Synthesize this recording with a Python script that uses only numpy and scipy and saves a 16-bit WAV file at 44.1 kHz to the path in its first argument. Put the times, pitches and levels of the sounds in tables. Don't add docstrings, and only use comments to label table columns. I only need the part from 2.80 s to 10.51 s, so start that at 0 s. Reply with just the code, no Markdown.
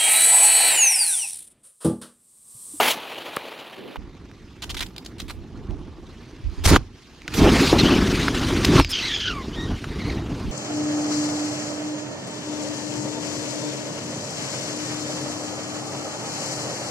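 import sys
import numpy as np
from scipy import signal
from scipy.fft import rfft, irfft, next_fast_len
from scipy.io import wavfile
from scipy.ndimage import uniform_filter1d

SR = 44100
rng = np.random.default_rng(int(sys.argv[2]) if len(sys.argv) > 2 else 0)


def master(y):
    cut = np.clip(np.atleast_2d(y).T, -1, 1)
    pcm = np.round(cut * 32767)
    wavfile.write(sys.argv[1], SR, pcm.astype(np.int16))


N = 340011
TIME = np.arange(N) / SR


def gain_of(db):
    return 10 ** (np.asarray(db) / 20)


def unit_rms(x):
    return x / np.sqrt(np.mean(x ** 2) + 1e-20)


def at_frequency(table, hz):
    table_hz, values = np.transpose(table)
    return np.interp(np.log(hz + 1), np.log(table_hz + 1), values)


def curves(rows):
    times, *columns = np.transpose(rows)
    return [np.interp(TIME, times, column) for column in columns]


def add(mix, start, sound):
    part = mix[..., max(round(start * SR), 0):][..., :sound.shape[-1]]
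    part += sound[..., :part.shape[-1]]


def swell(start, length, rise_s, fall_s):
    t = TIME - start
    return np.clip(t / rise_s, 0, 1) * np.exp(-np.clip((t - length) / fall_s, 0, 30))


def swells(rows, rise_s, fall_s):
    return sum(gain_of(db) * swell(start, length, rise_s, fall_s) for start, length, db in rows)


def wander(rate_hz, step=8):
    coarse_time = TIME[::step]
    size = next_fast_len(len(coarse_time))
    hz = np.fft.rfftfreq(size, step / SR)
    slow = irfft(rfft(rng.standard_normal(size)) / (1 + (hz / rate_hz) ** 4), size)
    return unit_rms(np.interp(TIME, coarse_time, slow[:len(coarse_time)]))


def band(x, colour, low_hz, high_hz):
    size = next_fast_len(N)
    hz = np.fft.rfftfreq(size, 1 / SR) + 1
    edge_loss = np.sqrt((1 + (low_hz / hz) ** 10) * (1 + (hz / high_hz) ** 10))
    shape = gain_of(at_frequency(colour, hz)) / edge_loss
    return unit_rms(irfft(rfft(x, size) * shape, size)[..., :N])


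# f/Hz, likeness (1 = the same)
STEREO_LIKENESS = [(25, .99), (300, .992), (1000, .985), (2500, .975), (5000, .93), (9000, .85),
                   (14000, .75)]

def turbulence(patchy_db, flicker_db):
    frames, hz = N // 128 + 5, np.fft.rfftfreq(512, 1 / SR)
    left_re, left_im, other_re, other_im, patches = rng.standard_normal((5, frames, 257))
    patches = uniform_filter1d(patches, size=9, axis=0)
    patches = unit_rms(uniform_filter1d(patches, size=8, axis=1))
    flicker = unit_rms(uniform_filter1d(rng.standard_normal(frames), size=4))[:, None]
    likeness = at_frequency(STEREO_LIKENESS, hz)
    left = left_re + 1j * left_im
    right = likeness * left + np.sqrt(1 - likeness ** 2) * (other_re + 1j * other_im)
    spectra = np.array([left, right]) * gain_of(patchy_db * patches + flicker_db * flicker)
    return unit_rms(signal.istft(spectra.swapaxes(1, 2), nperseg=512, noverlap=384)[1][:, :N])


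def sparks(per_s, spread_db):
    sizes = gain_of(spread_db * np.minimum(rng.exponential(1, N), 4))
    clicks = sizes * (rng.random(N) < per_s / SR) * rng.choice([-1, 1], N)
    sides = 1 + np.array([[.4], [-.4]]) * rng.uniform(-1, 1, N)
    t = np.arange(200) / SR
    snap = rng.standard_normal(len(t)) * np.exp(-t / 0.00017)
    return unit_rms(signal.oaconvolve(clicks * sides, snap[None], axes=1)[:, :N])


# f/Hz, time to fade by 60 dB/s
YARD_FADE = [(200, 0.14), (1500, 0.051), (5000, 0.088), (14000, 0.29)]

def yard(x):
    hz, t, spectra = signal.stft(rng.standard_normal((2, SR // 3)), SR, nperseg=256)
    fade = gain_of(-60 * t / at_frequency(YARD_FADE, hz)[:, None])
    tail = signal.istft(spectra * fade, SR, nperseg=256)[1]
    tail = np.pad(tail, ((0, 0), (100, 0)))
    return signal.oaconvolve(x, tail / np.linalg.norm(tail[0]), axes=1)[:, :N]


def back_wall(x, echo=0.042, delay_s=.0034):
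    delayed = np.pad(x, ((0, 0), (round(delay_s * SR), 0)))[:, :N]
    return (x + echo * delayed) / np.sqrt(1 + echo ** 2)


# f/Hz, left minus right level/dB
MIC_BALANCE = [(30, -0.3), (3000, -0.4), (7000, 0), (10500, -1.5), (12500, -7), (16000, -2.5)]

def microphones(x, left_lag_s=6e-6):
    size = next_fast_len(N)
    hz = np.fft.rfftfreq(size, 1 / SR)
    shade = gain_of(at_frequency(MIC_BALANCE, hz) / 2)
    lag = np.exp(-2j * np.pi * hz * left_lag_s)
    return irfft(rfft(x, size) * np.array([shade * lag, 1 / shade]), size)[:, :N]


# t/s, width/dB, right minus left level/dB
STEREO_IMAGE = [(.8, -15, -0.6), (1.05, -4, 1.5), (1.22, 5.5, 1), (3.8, 3.5, 1), (3.9, 11, 0.1),
                (4.55, 7, 0.9), (5.1, -41, -1), (5.85, -51, 0), (6.1, -22, 0.45), (7.3, -3.5, 0.1)]

def stereo_spread(x, top_hz=8100):
    width_db, lean_db = curves(STEREO_IMAGE)
    side = signal.filtfilt(*signal.butter(2, top_hz, fs=SR), x - x.mean(0))
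    return (x + side * (gain_of(width_db) - 1)) * gain_of(np.array([-lean_db, lean_db]) / 2)


def sizzle():
    fine_noise = rng.standard_normal((2, N)) + gain_of(-13) * sparks(per_s=40, spread_db=4.5)
    return gain_of(-72.5) * band(fine_noise, JET_TONE, 1350, 9000)


GUST_RISE_S, GUST_FALL_S = 0.024, 0.037
# t/s, length/s, level/dB
WIND_GUSTS = [(1.16, 0.032, -30), (1.87, 0.13, -32.5), (2.38, 0.25, -38.5), (2.7, 0.59, -44),
              (2.87, .06, -30), (3.62, 0.065, -23.5), (3.77, 0.11, -25), (7.63, .08, -29)]

def breeze(calm_db=-64.5, left_shelter_db=-8):
    rumble = band(rng.standard_normal((2, N)), FLAME_TONE, 18, 87) * gain_of(0.84 * wander(16))
    strength = gain_of(calm_db) + swells(WIND_GUSTS, GUST_RISE_S, GUST_FALL_S)
    return rumble * strength * gain_of([[left_shelter_db], [0]])


# t/s, length/s, start f/Hz, end f/Hz,
# upward bend (share of the pitch), base tone level/dB, octave level/dB, hoarseness (capped at 1)
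VENT_WHISTLES = [(4.983, 0.036, 2150, 1850, 0.0073, -35, -24, 1.13),
                 (5.037, .14, 1515, 1436, -.02, -52, -28.5, 1),
                 (6.002, 0.11, 2830, 2480, -0.079, -62, -32.5, .9),
                 (6.105, 0.04, 2650, 2450, .005, -50, -29.5, 1),
                 (6.123, .115, 1710, 1398, -.06, -49, -25, 1.1),
                 (6.21, 0.14, 2070, 1680, .05, -34.5, -28, 0.77),
                 (6.254, 0.21, 1668, 1495, .02, -48, -29, 0.9),
                 (6.281, .075, 1950, 1663, .005, -32, -46, .6),
                 (6.396, .15, 1705, 1318, .01, -36.5, -31, 0.97),
                 (6.467, 0.073, 1507, 1274, .02, -30.5, -52, 0.27),
                 (6.525, .11, 1250, 1010, -.02, -34.5, -43, 0.3),
                 (6.726, .055, 1450, 1770, .005, -54, -41.5, .7),
                 (6.763, 0.12, 1854, 1890, -.005, -38.5, -39, 0.26),
                 (6.859, 0.17, 1513, 1460, .005, -52, -47, 0.66),
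                 (7.18, 0.27, 2010, 1910, 0.014, -43.5, -47.5, 1.1)]

def whistles(fuzz_hz=150, waver=0.0178, top_hz=6800):
    fuzz_rates = fuzz_hz * np.sqrt([1, 2, 3, 4])
    fuzz = [(wander(rate) + 1j * wander(rate)) / np.sqrt(2) for rate in fuzz_rates]
    rasp = band(turbulence(patchy_db=-2, flicker_db=1.5)[0], JET_TONE, 2300, 6900)
    wobble, sputter, out = wander(56.3), wander(33), np.zeros(N)
    for start, length, from_hz, to_hz, bend, base_db, octave_db, hoarse in VENT_WHISTLES:
        span = np.arange(round(start * SR), min(round((start + length) * SR), N))
        progress, hoarse = np.linspace(0, 1, len(span)), min(hoarse, 1)
        hz = from_hz * (to_hz / from_hz) ** progress * (1 + bend * np.sin(np.pi * progress))
        hz *= 1 + waver * (.5 + 2 * hoarse) * wobble[span]
        phase = 2 * np.pi * np.cumsum(hz) / SR
        arch = abs(np.sin(np.pi * progress ** 0.65)) ** 0.73
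        sound = gain_of(octave_db - 5) * hoarse * rasp[span]
        for harmonic, db in enumerate([base_db, octave_db, octave_db - 14, octave_db - 14], 1):
            roughness = np.sqrt(1 - hoarse ** 2) + hoarse * fuzz[harmonic - 1][span]
            sound += gain_of(db) * np.sqrt(2) * (roughness * np.exp(1j * harmonic * phase)).real
        add(out, start, arch * gain_of(2.9 * hoarse * sputter[span]) * sound)
    return signal.sosfilt(signal.butter(6, top_hz, fs=SR, output="sos"), out)


# f/Hz, level/dB
SPIT_TONE = [(300, -14), (900, -0.5), (2000, -1.5), (4000, 0), (7000, -7), (10000, -11.5), (13000, -16),
             (16000, -19.5)]
# t/s, length/s, level/dB, f/Hz at which the hole rings
VENT_SPITS = [(1.820, 0.023, -30, 3520), (1.893, 0.023, -31, 3400), (1.944, 0.0082, -31, 4200),
              (1.967, .008, -28.5, 3200), (1.977, 0.0096, -37, 3200), (1.991, 0.006, -30, 3000),
              (2.005, 0.012, -28.5, 2600), (2.02, 0.016, -32, 2760), (2.062, 0.005, -33, 3800),
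              (2.162, 0.0032, -34.5, 3620), (2.179, 0.0036, -34, 4320), (2.246, 0.0073, -44, 5600),
              (2.260, 0.004, -32, 5330), (2.382, 0.023, -44.5, 3600), (2.399, 0.012, -37, 4000),
              (2.416, 0.0044, -34.5, 3900), (2.479, 0.015, -41.5, 3200), (2.497, 0.016, -35.5, 1190),
              (3.855, 0.0043, -22, 6130), (4.987, 0.014, -25.5, 3700), (5.846, 0.0079, -15.5, 3980),
              (6.023, 0.0037, -41, 3200)]

def spits(rise_s=.0015, fall_s=.002, ring_db=-3, rasp_db=3.5):
    out, t = np.zeros((2, N)), np.arange(3000) / SR
    hiss = band(turbulence(patchy_db=-2, flicker_db=2), SPIT_TONE, 400, 16000)
    hiss *= gain_of(rasp_db * wander(640))
    for start, length, db, hz in VENT_SPITS:
        puff = hiss[:, round(start * SR):][:, :len(t)]
        ring = signal.lfilter(*signal.iirpeak(hz, Q=1.8, fs=SR), puff)
        opening = np.minimum(t / rise_s, 1) * np.exp(-np.maximum(t - length, 0) / fall_s)
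        add(out, start, gain_of(db) * opening * unit_rms(puff + gain_of(ring_db) * unit_rms(ring)))
    return out


# t/s, level/dB, f/Hz, time for the ring to fade by 60 dB/s
CELL_POPS = [(.565, -17, 10000, .004), (.5686, -11, 1100, .006), (.5702, -9, 480, .006),
             (1.1586, -18, 850, .011), (1.5146, -33, 1500, .006), (2.9084, -35, 2500, .006),
             (3.9135, -3, 280, .012), (3.9615, -1, 1200, .014), (3.9640, -5, 700, .007),
             (4.4190, -30, 2200, .008), (4.4792, -16, 2000, .016), (4.7368, -3, 260, .015),
             (4.9282, -3, 300, .05), (5.4822, -7, 1300, .014), (5.9985, 4, 900, .012),
             (6.0472, -13, 2400, .009), (7.0424, -20, 1400, .014)]

def pops(grit=.3, lowest_hz=130):
    out, t = np.zeros((2, N)), np.arange(3000) / SR
    for start, db, hz, ring_s in CELL_POPS:
        cycles = t * hz
        shock = (1 - cycles / .1) * np.exp(-cycles / .1)
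        slowing = .7 + .7 * np.exp(-cycles / 2.5)
        swing = np.sin(2 * np.pi * np.cumsum(hz * slowing) / SR) * gain_of(-60 * t / ring_s)
        muffle = signal.butter(4, min(3 * hz, 6000), fs=SR)
        spray = unit_rms(signal.lfilter(*muffle, rng.standard_normal(len(t))))
        spray *= gain_of(-35 * t / ring_s)
        add(out, start, gain_of(db) * (.25 * shock + .9 * swing + grit * spray))
    bass_cut = signal.butter(2, lowest_hz, "high", fs=SR)
    return signal.lfilter(*bass_cut, out)


# f/Hz, level/dB
GAS_TONE = [(20, -26), (60, -24), (130, -10), (280, -1.5), (560, 4), (900, 2), (1400, -2.5), (3000, 1.5),
            (4200, -4.5), (6000, -15.5), (8300, -27.5), (10500, -25), (14000, -28.5), (16000, -26.5)]

def gas_jet(hold_s=0.5, fade_db_per_s=13.5):
    burst = swell(0, length=0.12, rise_s=0.0015, fall_s=0.018)
    rush = gain_of(-40.5 - fade_db_per_s * np.maximum(TIME - hold_s, 0))
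    gas = turbulence(patchy_db=1.6, flicker_db=1.95) + gain_of(-13) * sparks(per_s=200, spread_db=5)
    roar = np.hypot(gain_of(-16 - 128 * TIME), gain_of(1.5) * rush)
    hiss = np.hypot(gain_of(-25.5) * burst, rush)
    fizz = np.hypot(gain_of(-26) * burst, gain_of(-8.5 - 3.8 * TIME) * rush)
    draught = gain_of(-47.5) + gain_of(-41) * swell(.96, 0.12, GUST_RISE_S, GUST_FALL_S)
    return (roar * band(gas, GAS_TONE, 15, 1540)
            + hiss * band(gas, GAS_TONE, 2060, 4300)
            + fizz * band(gas, GAS_TONE, 7400, 23000)
            + draught * band(rng.standard_normal((2, N)), GAS_TONE, 13.7, 446))


# t/s, gas flow level/dB, burning level/dB
LOW_FIRE = [(1.19, -60.5, -44), (1.72, -57, -49.5), (1.95, -56.5, -43), (2.6, -59.5, -45), (2.95, -58, -39),
            (3.12, -59.5, -45), (3.4, -54, -44.5), (3.64, -56, -47), (3.83, -49.5, -44), (4.0, -52.5, -41),
            (4.1, -60.5, -52), (4.2, -54, -55), (4.46, -54, -49)]
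LONG_JET = [(4.52, -41, -37.5), (4.55, -42, -28.5), (4.61, -28, -16), (4.8, -23, -16.5),
            (4.905, -23.5, -25.5), (4.95, -28.5, -21), (5.07, -28.5, -16.5), (5.21, -31.5, -18.5),
            (5.3, -29.5, -25), (5.44, -29, -23), (5.52, -35, -28), (5.72, -30.5, -25), (5.83, -32, -25.5),
            (6.01, -26.5, -26)]
LATE_FIRE = [(6.05, -52, -45.5), (6.2, -34.5, -41.5), (6.46, -42.5, -38.5), (6.7, -46, -34.5),
             (6.92, -44.5, -30.5), (6.98, -43.5, -42), (7.13, -44.5, -33.5), (7.31, -41.5, -27.5),
             (7.45, -47, -31), (7.7, -44, -32)]

def fire_strength():
    return gain_of(curves(LOW_FIRE + LONG_JET + LATE_FIRE))


# t/s, length/s, flutter level/dB, thump level/dB, whoosh level/dB
FLARE_UPS = [(3.859, 0.042, -26.5, -12, -50), (3.904, 0.065, -18, -24, -23),
             (4.586, 0.036, -15.5, -17.5, -33), (4.632, 0.063, -27, -26, -18), (4.93, 0.041, -19, -26, -22),
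             (5.035, 0.03, -18, -37, -21.5), (5.876, 0.13, -17, -20, -29), (6.89, 0.035, -30.5, -27.5, -41)]

def flare_ups(rise_s=0.0066, fall_s=0.006, thump_fall_s=0.035):
    starts, lengths, flutter_db, thump_db, whoosh_db = np.transpose(FLARE_UPS)
    return (swells(zip(starts, lengths, flutter_db), rise_s, fall_s),
            swells(zip(starts, lengths, thump_db), rise_s, thump_fall_s),
            swells(zip(starts, lengths, whoosh_db), rise_s, fall_s))


# f/Hz, level/dB
FLAME_TONE = [(12, -32), (20, -12), (38, 1.5), (75, 0.5), (158, -1), (187, -1.5), (284, -1.5), (348, -3),
              (527, -18.5), (675, -13), (800, -64), (1040, -46), (1760, -120)]

def flames(burn, flutter, thump, level_off_db=-26.5):
    hot_gas = turbulence(patchy_db=-0.5, flicker_db=2.5)
    heave = gain_of(0.5) * burn / np.hypot(1, burn / gain_of(level_off_db))
    return (np.hypot(heave, thump) * band(hot_gas, FLAME_TONE, 17, 112)
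            + np.hypot(burn, flutter) * band(hot_gas, FLAME_TONE, 153.5, 488))


# f/Hz, level/dB
JET_TONE = [(210, -23), (350, 5.5), (566, -15), (685, -13.5), (990, -14.5), (1120, -13), (1600, -15.5),
            (2750, -16), (4240, -18.5), (6330, -25), (8170, -33), (9140, -29), (11300, -38), (12600, -34),
            (16000, -44.5)]
# t/s, length/s, hiss level/dB, growth/dB, fizz compared with hiss/dB
CELL_TEARS = [(3.836, 0.027, -32, 14.5, -5), (3.87, 0.035, -23, 2.5, -5), (3.899, 0.069, -29, 4.5, -12),
              (4.535, 0.069, -31.5, 0.5, -6.5), (5.543, 0.055, -28, -5, -18), (5.915, 0.077, -29, 7, -23),
              (6.09, 0.029, -42, 7, 0)]

def burning_jet(flow, burn, whoosh, full_flow_db=-30):
    hiss = flow
    fizz = gain_of(full_flow_db - 15.5) * (flow / gain_of(full_flow_db)) ** 1.13
    for start, length, db, growth_db, fizz_db in CELL_TEARS:
        progress = np.clip((TIME - start) / length, 0, 1)
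        tear = swell(start, length, rise_s=.006, fall_s=0.0052) * gain_of(db + growth_db * progress)
        hiss = np.hypot(hiss, tear)
        fizz = np.hypot(fizz, gain_of(fizz_db) * tear)
    roar = np.hypot(gain_of(-9) * np.hypot(hiss, burn), whoosh)
    hiss_db = np.maximum(20 * np.log10(hiss), -58)
    crackle = gain_of(-16 - .2 * (hiss_db + 33))
    snaps = sparks(per_s=110, spread_db=4.8)
    gas = (turbulence(patchy_db=2.5, flicker_db=1.25) + crackle * snaps) / np.hypot(1, crackle)
    return (roar * band(gas, JET_TONE, 449, 1110)
            + hiss * band(gas, JET_TONE, 1400, 6980)
            + fizz * band(gas, JET_TONE, 6950, 17000))


def scene(alight_s=1.172):
    alight = np.clip((TIME - alight_s) / .004 + .5, 0, 1)
    flow, burn = fire_strength()
    flutter, thump, whoosh = flare_ups()
    spit, pop, whistle = spits(), pops(), whistles()
    gas = gas_jet()
    fire = burning_jet(flow, burn, whoosh) + flames(burn, flutter, thump)
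    direct = (1 - alight) * gas + alight * fire + spit + pop + whistle
    scatter = yard(gain_of(-8) * spit + gain_of(-34) * whistle)
    battery = stereo_spread(microphones(back_wall(direct) + scatter))
    return battery + alight * (breeze() + sizzle())


def record(dry, top_hz=15950):
    rounded = dry / (1 + dry ** 6) ** (1 / 6)
    treble_cut = signal.firwin(511, top_hz, window=("kaiser", 9), fs=SR)
    return signal.oaconvolve(rounded, treble_cut[None], "same")


dry = scene()
out = record(dry)
master(out)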